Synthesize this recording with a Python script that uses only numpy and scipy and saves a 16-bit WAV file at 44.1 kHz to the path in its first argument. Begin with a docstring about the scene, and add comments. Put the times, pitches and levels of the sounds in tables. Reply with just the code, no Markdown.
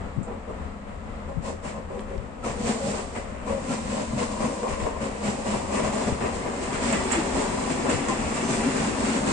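"""A fan drones in a small room as a brush starts on a board in stray strokes: the rubbing roars, the
board booms, the bristles rasp, hiss and tick. Now and then a finger bumps the hand-held phone.
From 1.3 s to 4 s some strokes ring the hollow under the board. Near 2.5 s the scrubbing turns
unbroken, about four strokes a second, with brief squeaks; from 5 s to 7 s it moves to a second spot
and changes colour. Throughout, each of the phone's two microphone ports rings near 8 kHz."""
import sys
import numpy as np
from scipy import signal
from scipy.fft import rfft, irfft, next_fast_len
from scipy.io import wavfile
from scipy.ndimage import uniform_filter1d

SR = 44100
rng = np.random.default_rng(int(sys.argv[2]) if len(sys.argv) > 2 else 0)


def transcribe(u):
    """Save the signal u as a 16-bit wav file named by the first command-line argument.

    u: samples, shape (n,) or (channels, n), limited to [-1, 1]; the rate is SR.
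    q: integer samples, one column per channel.
    """
    v = np.clip(np.atleast_2d(u).T, -1, 1)
    q = np.round(v * 32767).astype(np.int16)
    wavfile.write(sys.argv[1], SR, q)


N = 411012
T = np.arange(N) / SR
FFT_SIZE = 2 * next_fast_len(N // 2 + 1024)
FREQ = np.maximum(np.arange(FFT_SIZE // 2 + 1) * SR / FFT_SIZE, 1)


def undb(db):
    """Decibels to gain."""
    return 10 ** (np.asarray(db) / 20)


def automation(table):
    """One lane per column after the time, with straight ramps between the rows."""
    times, *columns = np.transpose(table)
    return [np.interp(T, times, column) for column in columns]


def eq_curve(points):
    """Breakpoints joined by straight lines over log frequency."""
    hz, value = np.transpose(points)
    return np.interp(np.log(FREQ), np.log(hz), value)


def bell(hz, width):
    """Shape of one resonance, 1 at its centre."""
    return 1 / (1 + (2 * (FREQ - hz) / width) ** 2)


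def colour(sound, gain):
    """EQ a sound with one gain per frequency."""
    return irfft(rfft(sound, FFT_SIZE) * gain, FFT_SIZE)[..., :N]


def normalise(pair, band_hz):
    """Scale a stereo pair so that its mid has rms 1 inside a band."""
    in_band = (FREQ > band_hz[0]) & (FREQ < band_hz[1])
    return pair / np.std(colour(pair.mean(0), in_band))


def leveller(pair, span_s):
    """Ride the gain to hold a sound's running rms near 1."""
    power = uniform_filter1d(np.mean(pair ** 2, axis=0), int(span_s * SR))
    return pair / np.sqrt(np.maximum(power, 1e-6 * power.mean()))


def wander(rate_hz):
    """Random modulator: sample and hold, slewed twice, with rms near 1."""
    hold = int(SR / rate_hz)
    steps = np.repeat(rng.standard_normal(N // hold + 1), hold)
    return 1.172 * uniform_filter1d(uniform_filter1d(steps, hold), hold)[:N]


# How alike the room sounds at the two ports: (frequency [Hz], correlation [-1..1])
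PORT_CORRELATION = [(40, 0.61), (120, 0.86), (250, 1), (370, 0.19), (480, 0.14), (550, 0.59), (605, -0.16),
                    (800, 0.66), (1020, 0.3), (1200, -0.22), (1800, 0.017), (2500, 0.023), (4000, 0.0056)]
def spread(pair):
    """Two unrelated noises become left and right: narrow in the bass, wide in the treble."""
    likeness = np.clip(eq_curve(PORT_CORRELATION), -0.99, 0.99)
    mid, side = colour(pair, np.sqrt([1 + likeness, 1 - likeness]) / np.sqrt(2))
    return np.array([mid + side, mid - side]) / np.sqrt(2)


def grainy_noise(grain_db, grain_hz):
    """Stereo noise with a flickering level, like tiny slips bunching as a contact grips and lets go."""
    return spread(rng.standard_normal((2, N)) * undb(grain_db * wander(grain_hz)))


# Tone of the fan's moving air: (frequency [Hz], relative level [dB])
FAN_EQ = [(25, -1), (43, -7), (60, -6), (81, -5.5), (124, -20.5), (206, -9.5), (341, -23.5), (493, -16.5),
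          (874, -23.5), (1290, -22.5), (1450, -29), (2000, -30.5), (2240, -35), (6000, -52.5)]
def fan(air_db, hum_hz, hum_db):
    """The bed: steady moving air and a wavering motor hum."""
    treble_cut_db = 6 * np.log2(np.maximum(FREQ / 5000, 1))
    bass_cut_db = 10 * np.log2(np.maximum(38 / FREQ, 1))
    tone = undb(eq_curve(FAN_EQ) - treble_cut_db - bass_cut_db)
    air = normalise(colour(grainy_noise(grain_db=1.5, grain_hz=9.2), tone), band_hz=(150, 3000))
    phase = 2 * np.pi * np.cumsum(hum_hz + 1.147 * wander(5.4)) / SR
    hum = np.sqrt(2) * np.sin(phase) * undb(0.82 * wander(7.7))
    return undb(air_db) * air + undb(hum_db) * hum


def stroke(start, attack, length, release_s=0.27):
    """Envelope of one push: the load rises, holds to the stroke's end, then falls 60 dB per release."""
    age = T - start
    return np.clip(age / attack, 0, 1) * undb(-60 * np.maximum(age - length, 0) / release_s)


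# The brush dragging on between strokes, levels before trim:
# (time [s], rubbing [dB], rasp [dB], hiss [dB], boom [dB])
DRAG_LEVELS = [(0.0, -58.5, -66, -78, -55.5), (2.38, -49.5, -63, -74, -48.5), (2.65, -35, -52, -48.5, -39),
               (3.1, -44, -61, -59, -45.5), (3.4, -43.5, -54, -68.5, -40.5), (3.7, -39, -53.0, -52.5, -35),
               (4.1, -43.5, -54, -55.5, -40.5), (4.5, -35.5, -54, -52.5, -38),
               (4.95, -37.5, -51.5, -60.5, -45), (5.4, -37, -52, -53, -36), (6.1, -35.5, -50, -54.5, -41),
               (6.5, -35, -48.5, -54.5, -37.0), (7.0, -32, -43.5, -48, -33.5),
               (7.6, -33, -45.5, -49, -32.5), (8.2, -33.5, -43.5, -49.5, -32),
               (8.7, -32, -43.5, -46.5, -33.5), (8.93, -34, -45.5, -49, -36),
               (9.32, -31.5, -50, -48.5, -28.5)]
# Pushes of the brush, levels before trim:
# (start [s], attack [s], length [s], rubbing [dB], rasp [dB], hiss [dB], boom [dB])
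BRUSH_STROKES = [(0.257, 0.028, 0.073, -36.5, -59, -82, -41.5),
                 (0.461, 0.034, 0.045, -36.5, -62.5, -74, -38), (0.843, 0.04, 0.069, -47, -58, -85, -50),
                 (1.02, .03, 0.075, -52, -63, -82, -52), (1.273, 0.019, 0.013, -39, -60, -67, -37),
                 (1.415, 0.048, 0.08, -35.5, -51.5, -53.5, -37.5),
                 (1.619, 0.036, 0.078, -38, -49, -55.5, -39), (1.73, 0.014, 0.057, -40, -63, -68, -43),
                 (1.885, 0.019, 0.13, -43.5, -59, -71, -43.5), (2.064, 0.02, 0.085, -51, -58, -72, -55),
                 (2.431, 0.019, 0.068, -32.5, -46.5, -51, -32.5),
                 (2.592, 0.01, 0.02, -49, -56, -65.5, -29.5),
                 (2.639, 0.037, 0.063, -30.5, -41.5, -45, -25.5),
                 (2.797, 0.077, 0.12, -36.5, -47, -48, -30.5), (2.922, 0.025, 0.083, -35, -47, -52, -41),
                 (3.135, 0.03, 0.042, -35, -46, -55, -47), (3.446, 0.038, 0.078, -33.5, -50, -55.5, -36),
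                 (3.67, 0.043, 0.066, -34, -45.5, -48.5, -28),
                 (3.849, 0.063, 0.17, -36.5, -48.5, -51.5, -32.5), (4.1, 0.011, 0.057, -42, -63, -66, -28),
                 (4.161, 0.03, 0.071, -31.5, -42.5, -47.5, -31), (4.29, 0.02, 0.031, -40, -60, -55, -32),
                 (4.388, 0.031, 0.071, -30.5, -46, -51, -27.5),
                 (4.631, 0.0018, 0.032, -29.5, -58, -74, -35), (4.67, 0.017, 0.06, -41, -45, -52.5, -42),
                 (4.77, 0.034, 0.066, -37, -48, -53.5, -38.5), (4.839, 0.018, 0.038, -31, -53, -57, -39),
                 (4.996, 0.027, 0.064, -34, -45.5, -53, -32.5), (5.213, 0.038, 0.088, -33, -44, -47.5, -28),
                 (5.438, 0.036, 0.13, -32.5, -46, -50.0, -30.5),
                 (5.691, 0.053, 0.11, -29.5, -42.5, -47.5, -31),
                 (5.826, 0.012, 0.055, -32, -43, -49.5, -29.5), (5.911, 0.025, 0.13, -33.0, -49, -49, -32),
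                 (6.047, 0.029, 0.041, -32, -44, -48.5, -25),
                 (6.205, 0.0042, 0.072, -30.5, -45, -55.5, -33.5),
                 (6.318, 0.039, 0.016, -51, -49.5, -46.5, -45), (6.444, 0.017, 0.023, -31, -51, -66, -36),
                 (6.595, 0.039, 0.047, -38, -60, -50, -44), (6.72, 0.014, 0.037, -48, -41, -51, -41),
                 (6.8, 0.036, 0.11, -37, -41.5, -45.5, -29), (6.91, 0.025, 0.034, -32, -35.5, -47, -25.5),
                 (7.088, 0.025, 0.066, -33.5, -36, -45.5, -49), (7.15, 0.025, 0.028, -38, -47, -51, -33),
                 (7.327, 0.031, 0.096, -31, -48, -47, -31.5), (7.669, 0.039, 0.053, -39, -45, -49, -29),
                 (7.843, 0.016, 0.056, -28.5, -45, -64, -31), (7.885, 0.011, 0.052, -36, -37.5, -44.5, -36),
                 (8.082, 0.0038, 0.018, -29, -40.5, -46.5, -35),
                 (8.324, 0.035, 0.051, -51, -45.5, -49, -44), (8.405, 0.012, 0.04, -55, -56, -58, -28.5),
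                 (8.47, 0.034, 0.081, -38, -47, -44.5, -29.5), (8.563, 0.031, 0.14, -38, -46, -62, -32.5),
                 (8.738, 0.027, 0.14, -34.5, -45, -49, -29), (8.96, 0.026, 0.083, -33.5, -53, -51, -30),
                 (9.026, 0.028, 0.15, -38, -41, -47, -28.5), (9.242, 0.035, 0.093, -32, -41, -44.5, -31.5)]
def hand_pressure():
    """Envelopes of rubbing, rasp, hiss and boom: the strokes ride on the drag, adding in power."""
    power = undb(automation(DRAG_LEVELS)) ** 2
    for start, attack, length, *levels_db in BRUSH_STROKES:
        power += np.outer(undb(levels_db) ** 2, stroke(start, attack, length) ** 2)
    return np.sqrt(power)


# Resonances shared by rubbing, rasp and hiss: (centre [Hz], width [Hz], boost [dB])
SURFACE_PEAKS = [(385.6, 18.4, 8), (486.5, 19.6, 6.5), (555, 16, 8), (629, 76, 6.5), (721, 26, 4),
                 (787, 26, 4), (966, 130, 2.5), (1180, 55, 5), (2030, 27, -1.5), (5160, 54, 4),
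                 (6160, 32, 3)]
def surface(broad_eq):
    """Gain per frequency: a broad EQ with the rubbed surface's resonances on top."""
    return undb(eq_curve(broad_eq) + sum(db * bell(hz, width) for hz, width, db in SURFACE_PEAKS))


# Tone of the rubbing at each of two spots: (frequency [Hz], relative level [dB])
FIRST_SPOT_EQ = [(120, -40), (280, -2.5), (350, -4.5), (450, 3), (600, -0.5), (850, -5.5), (1050, -1),
                 (1400, -19.5), (2500, -41), (5000, -52)]
SECOND_SPOT_EQ = [(120, -31), (270, -7), (340, 3), (450, 1), (600, -3), (850, -2), (1050, -2.5),
                  (1400, -13.5), (2000, -14.5), (5000, -51)]
def rubbing(place):
    """The body: countless slips blur into a hollow roar, crossfaded between the two spots."""
    slips = grainy_noise(grain_db=1.5, grain_hz=120)
    first = colour(slips, surface(FIRST_SPOT_EQ))
    second = colour(slips, surface(SECOND_SPOT_EQ))
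    roar = leveller((1 - place) * first + place * second, span_s=0.08)
    return normalise(roar, band_hz=(350, 1300))


# Tone of the flattened bristles: (frequency [Hz], relative level [dB])
RASP_EQ = [(700, -36), (1300, 1), (1550, -2), (1970, 0.5), (2250, -2), (2650, -2.5), (3200, -11.5),
           (5000, -28.5)]
def rasp():
    """The bite: the coarse scrape of bristles pressed flat."""
    scrape = colour(grainy_noise(grain_db=1.5, grain_hz=350), surface(RASP_EQ))
    return normalise(scrape, band_hz=(1400, 3000))


# Tone of the sweeping bristles: (frequency [Hz], relative level [dB])
HISS_EQ = [(1500, 0), (2600, 3), (3300, 0.5), (4500, 1), (6200, -2), (9000, -5), (10000, -9)]
def bristle_hiss():
    """The top: bristles sweep the surface with a fine, slightly grainy hiss."""
    hiss = colour(grainy_noise(grain_db=0.5, grain_hz=540), surface(HISS_EQ))
    return normalise(hiss, band_hz=(3300, 6500))


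# Modes of the board: (centre [Hz], width [Hz], weight at first spot [dB], weight at second spot [dB])
BOARD_MODES = [(132, 36, -3.5, -9), (171, 21, -17.5, -8.5), (208.4, 17.6, 6.5, -6),
               (229.6, 23.4, 2.5, -1.5), (266, 26, -4, 1.5), (326, 42, -28.5, -13)]
def board_boom(place):
    """The low end: the dragging contact shakes the board's modes; their mix depends on the spot."""
    drag = grainy_noise(grain_db=3, grain_hz=44)
    first = colour(drag, sum(undb(db) * bell(hz, width) for hz, width, db, _ in BOARD_MODES))
    second = colour(drag, sum(undb(db) * bell(hz, width) for hz, width, _, db in BOARD_MODES))
    boom = leveller((1 - place) * first + place * second, span_s=0.07)
    return normalise(boom, band_hz=(195, 300))


# Soft low thuds, mostly fingers on the phone; the one at 4.12 s is a low board thump:
# (start [s], relative level [dB], cutoff [Hz], time to peak [s])
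LOW_THUDS = [(0.161, -19, 239, 0.026), (0.644, -34, 120, 0.013), (1.354, -20, 200, 0.023),
             (2.165, -27.5, 139, 0.03), (4.12, -35, 208, 0.021), (4.7, -28, 111, .03),
             (4.81, -25, 119, 0.021), (5.244, -33, 191, .035), (6.122, -17, 129, 0.0049),
             (7.921, -26, 202, 0.024)]
def low_thuds(gain_db, right_db):
    """Short swells of low noise, far to the left; most are fingers heard through the phone's case."""
    out = np.zeros(N)
    for start, db, cutoff, swell_s in LOW_THUDS:
        age = np.maximum(T - start, 0) / swell_s
        low_band = 1 / np.sqrt((1 + (FREQ / cutoff) ** 8) * (1 + (0.18 * cutoff / FREQ) ** 4))
        thud = colour(rng.standard_normal(N), low_band) * age ** 2 * np.exp(-2 * age)
        rms = np.sqrt(np.sum(thud ** 2) / (2 * swell_s * SR))
        out += undb(db) * thud / rms
    return out * undb(gain_db + np.array([[0], [right_db]]))


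# Bristle flicks, brush landings and one thin, very high click at 7.13 s:
# (time [s], relative level [dB], rustle T60 [s], centre [Hz], width [Hz], right minus left [dB])
TICKS = [(.231, -48, 0.2, 7700, 2500, 3), (1.9938, -26, .003, 2150, 2200, 0),
         (2.0067, -41, 0.0044, 10100, 5000, -8), (2.179, -43, .015, 3800, 2000, 2),
         (2.43, -24, .04, 470, 300, 0), (4.632, -23, .015, 900, 700, -3), (6.212, -24, .03, 890, 900, 0),
         (6.927, -33.5, .06, 7500, 600, 9), (7.119, -33, .09, 7760, 1600, 24.5),
         (7.1275, -27, .003, 12200, 1200, 8), (7.129, -40, .08, 7850, 1200, 20),
         (7.899, -38, .12, 7460, 2000, 16), (8.0845, -36, 0.093, 7460, 2000, 13),
         (8.343, -37, .1, 7500, 2000, 11)]
def ticks(gain_db, rustle_db, snap_s=0.0012):
    """Sharp transients with a short rustle; most are a bristle snapping free or the brush landing."""
    out = np.zeros((2, N))
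    for start, db, t60, hz, width, pan_db in TICKS:
        age = np.maximum(T - start, 0)
        envelope = (T > start) * (np.exp(-age / snap_s) + undb(rustle_db - 60 * age / t60))
        noise = colour(rng.standard_normal((2, N)), bell(hz, width))
        gains = undb(db + gain_db + np.array([[-pan_db], [pan_db]]) / 2)
        out += noise / np.std(noise) * envelope * gains
    return out


# Air modes under the board: (centre [Hz], width [Hz], weight at edge [dB], weight at middle [dB])
HOLLOW_MODES = [(387, 24, 0, -20), (488, 34, -8, -9.5), (549, 13, 0, 1), (605, 36, -17, -7),
                (807, 14, -13, -7)]
# The brush crossing the hollow: (start [s], length [s], level [dB], spot [0 edge, 1 middle])
HOLLOW_CROSSINGS = [(1.284, 0.033, -37, 1), (1.45, 0.082, -37, 0), (1.746, 0.054, -46, 1),
                    (1.889, 0.091, -37.5, 0), (2.1, 0.059, -36, 0), (2.703, 0.093, -44, 1),
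                    (2.798, .12, -32.5, 1), (3.49, 0.067, -29, 1), (3.907, .11, -34.5, 1)]
def hollow_ring(attack_s):
    """Some strokes ring the air under the board, with one colour at its edge and one at its middle."""
    air = grainy_noise(grain_db=0.5, grain_hz=60)
    edge_eq = sum(undb(db) * bell(hz, width) for hz, width, db, _ in HOLLOW_MODES)
    middle_eq = sum(undb(db) * bell(hz, width) for hz, width, _, db in HOLLOW_MODES)
    edge = leveller(colour(air, edge_eq), span_s=0.04)
    middle = leveller(colour(air, middle_eq), span_s=0.037)
    return sum(undb(db) * stroke(start, attack_s, length) * (middle if at_middle else edge)
               for start, length, db, at_middle in HOLLOW_CROSSINGS)


# Stick-slip tones, from low judder to thin squeak: (start [s], length [s], pitch [Hz], level [dB])
STICK_SLIPS = [(2.426, .03, 1280, -42), (3.68, .08, 1372, -46), (6.933, .03, 270, -26),
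               (6.93, .11, 1972, -44), (6.94, .14, 5310, -57), (7.158, .045, 330, -29),
               (8.088, .06, 1030, -35), (8.425, .1, 6158, -53.5), (8.5, .11, 5873, -56),
               (8.62, .08, 258, -29.5)]
def squeaks(waver_hz, flutter_db, fade_s):
    """The brush sticks and slips almost regularly: a brief, rough tone that ends as the grip breaks."""
    drift_hz = waver_hz * wander(250)
    flutter = undb(flutter_db * wander(90))
    out = np.zeros(N)
    for start, length, hz, db in STICK_SLIPS:
        grip = np.clip(np.minimum(T - start, start + length - T) / fade_s, 0, 1)
        phase = 2 * np.pi * np.cumsum(hz + drift_hz) / SR
        out += undb(db) * grip * np.sqrt(2) * np.sin(phase)
    return flutter * out


def room(pair, t60_s, wet_db, paths=4):
    """Close walls return short, dense tails; their blend drifts at random, as if the brush moved."""
    sends = np.array([wander(3) for _ in range(paths)])
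    sends /= np.sqrt(np.sum(sends ** 2, axis=0))
    tail_samples = SR // 4
    noise = spread(rng.standard_normal((2, N)))[:, :paths * tail_samples]
    tails = noise.reshape(2, paths, -1) * undb(-60 * T[:tail_samples] / t60_s)
    tails /= np.sqrt(np.sum(tails ** 2) / (2 * paths))
    feeds = sends * pair[0]  # the left channel feeds the reverb
    reverb = signal.oaconvolve(feeds[None], tails, axes=2).sum(1)[:, :N]
    return pair + undb(wet_db) * reverb


# Where the brush works on the board: (time [s], place [0 first spot .. 1 second spot])
BRUSH_PATH = [(0, 0.014), (5.2, 0.17), (7.1, 1), (9.3, 0.89)]
def scene():
    """The mix: roar, bristles and ticks through the room; boom, ring, squeaks, fan and thuds dry."""
    rub_env, rasp_env, hiss_env, boom_env = hand_pressure()
    rub_trim, rasp_trim, hiss_trim, boom_trim = undb([-0.86, 0.5, -0.4, -0.64])
    place = automation(BRUSH_PATH)[0]
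    roar = room(rubbing(place) * rub_env * rub_trim, t60_s=0.14, wet_db=-7.5)
    brush = rasp() * rasp_env * rasp_trim + bristle_hiss() * hiss_env * hiss_trim
    highs = room(brush + ticks(gain_db=-8.0, rustle_db=-3.5), t60_s=0.21, wet_db=-5.0)
    boom = board_boom(place) * boom_env * boom_trim
    squeal = squeaks(waver_hz=22, flutter_db=3.5, fade_s=0.01)
    ring = hollow_ring(attack_s=0.016)
    drone = fan(air_db=-42, hum_hz=76.3, hum_db=-50.5)
    thuds = low_thuds(gain_db=-5.0, right_db=-34.0)
    return drone + roar + highs + boom + thuds + ring + squeal


# Ring of the microphone ports, left then right: (centre [Hz], width [Hz], boost [dB])
PORT_RINGS = [(8500, 1380, 9), (7566, 1800, 15.5)]
# The phone's steep roll-off above that ring: (frequency [Hz], gain [dB])
TREBLE_ROLLOFF = [(9150, 0), (9600, -7), (10100, -28.5), (11300, -22), (12700, -46)]
# Stereo balance of the ports: (frequency [Hz], left minus right [dB])
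PORT_BALANCE = [(40, 7.5), (220, 1.5), (400, 4), (1100, 3.5), (2500, 2), (4000, -1), (6000, -2.5),
                (9000, 5)]
def record(dry):
    """Each microphone port rings at its own pitch; the phone cuts the top."""
    ring_db = np.array([db * bell(hz, width) for hz, width, db in PORT_RINGS])
    balance_db = np.array([[1], [-1]]) * eq_curve(PORT_BALANCE) / 2
    sound = colour(dry, undb(ring_db + eq_curve(TREBLE_ROLLOFF) + balance_db))
    high_cut = signal.ellip(8, 0.2, 70, 12700, fs=SR, output="sos")
    return signal.sosfilt(high_cut, sound)


dry = scene()
out = record(dry)
transcribe(out)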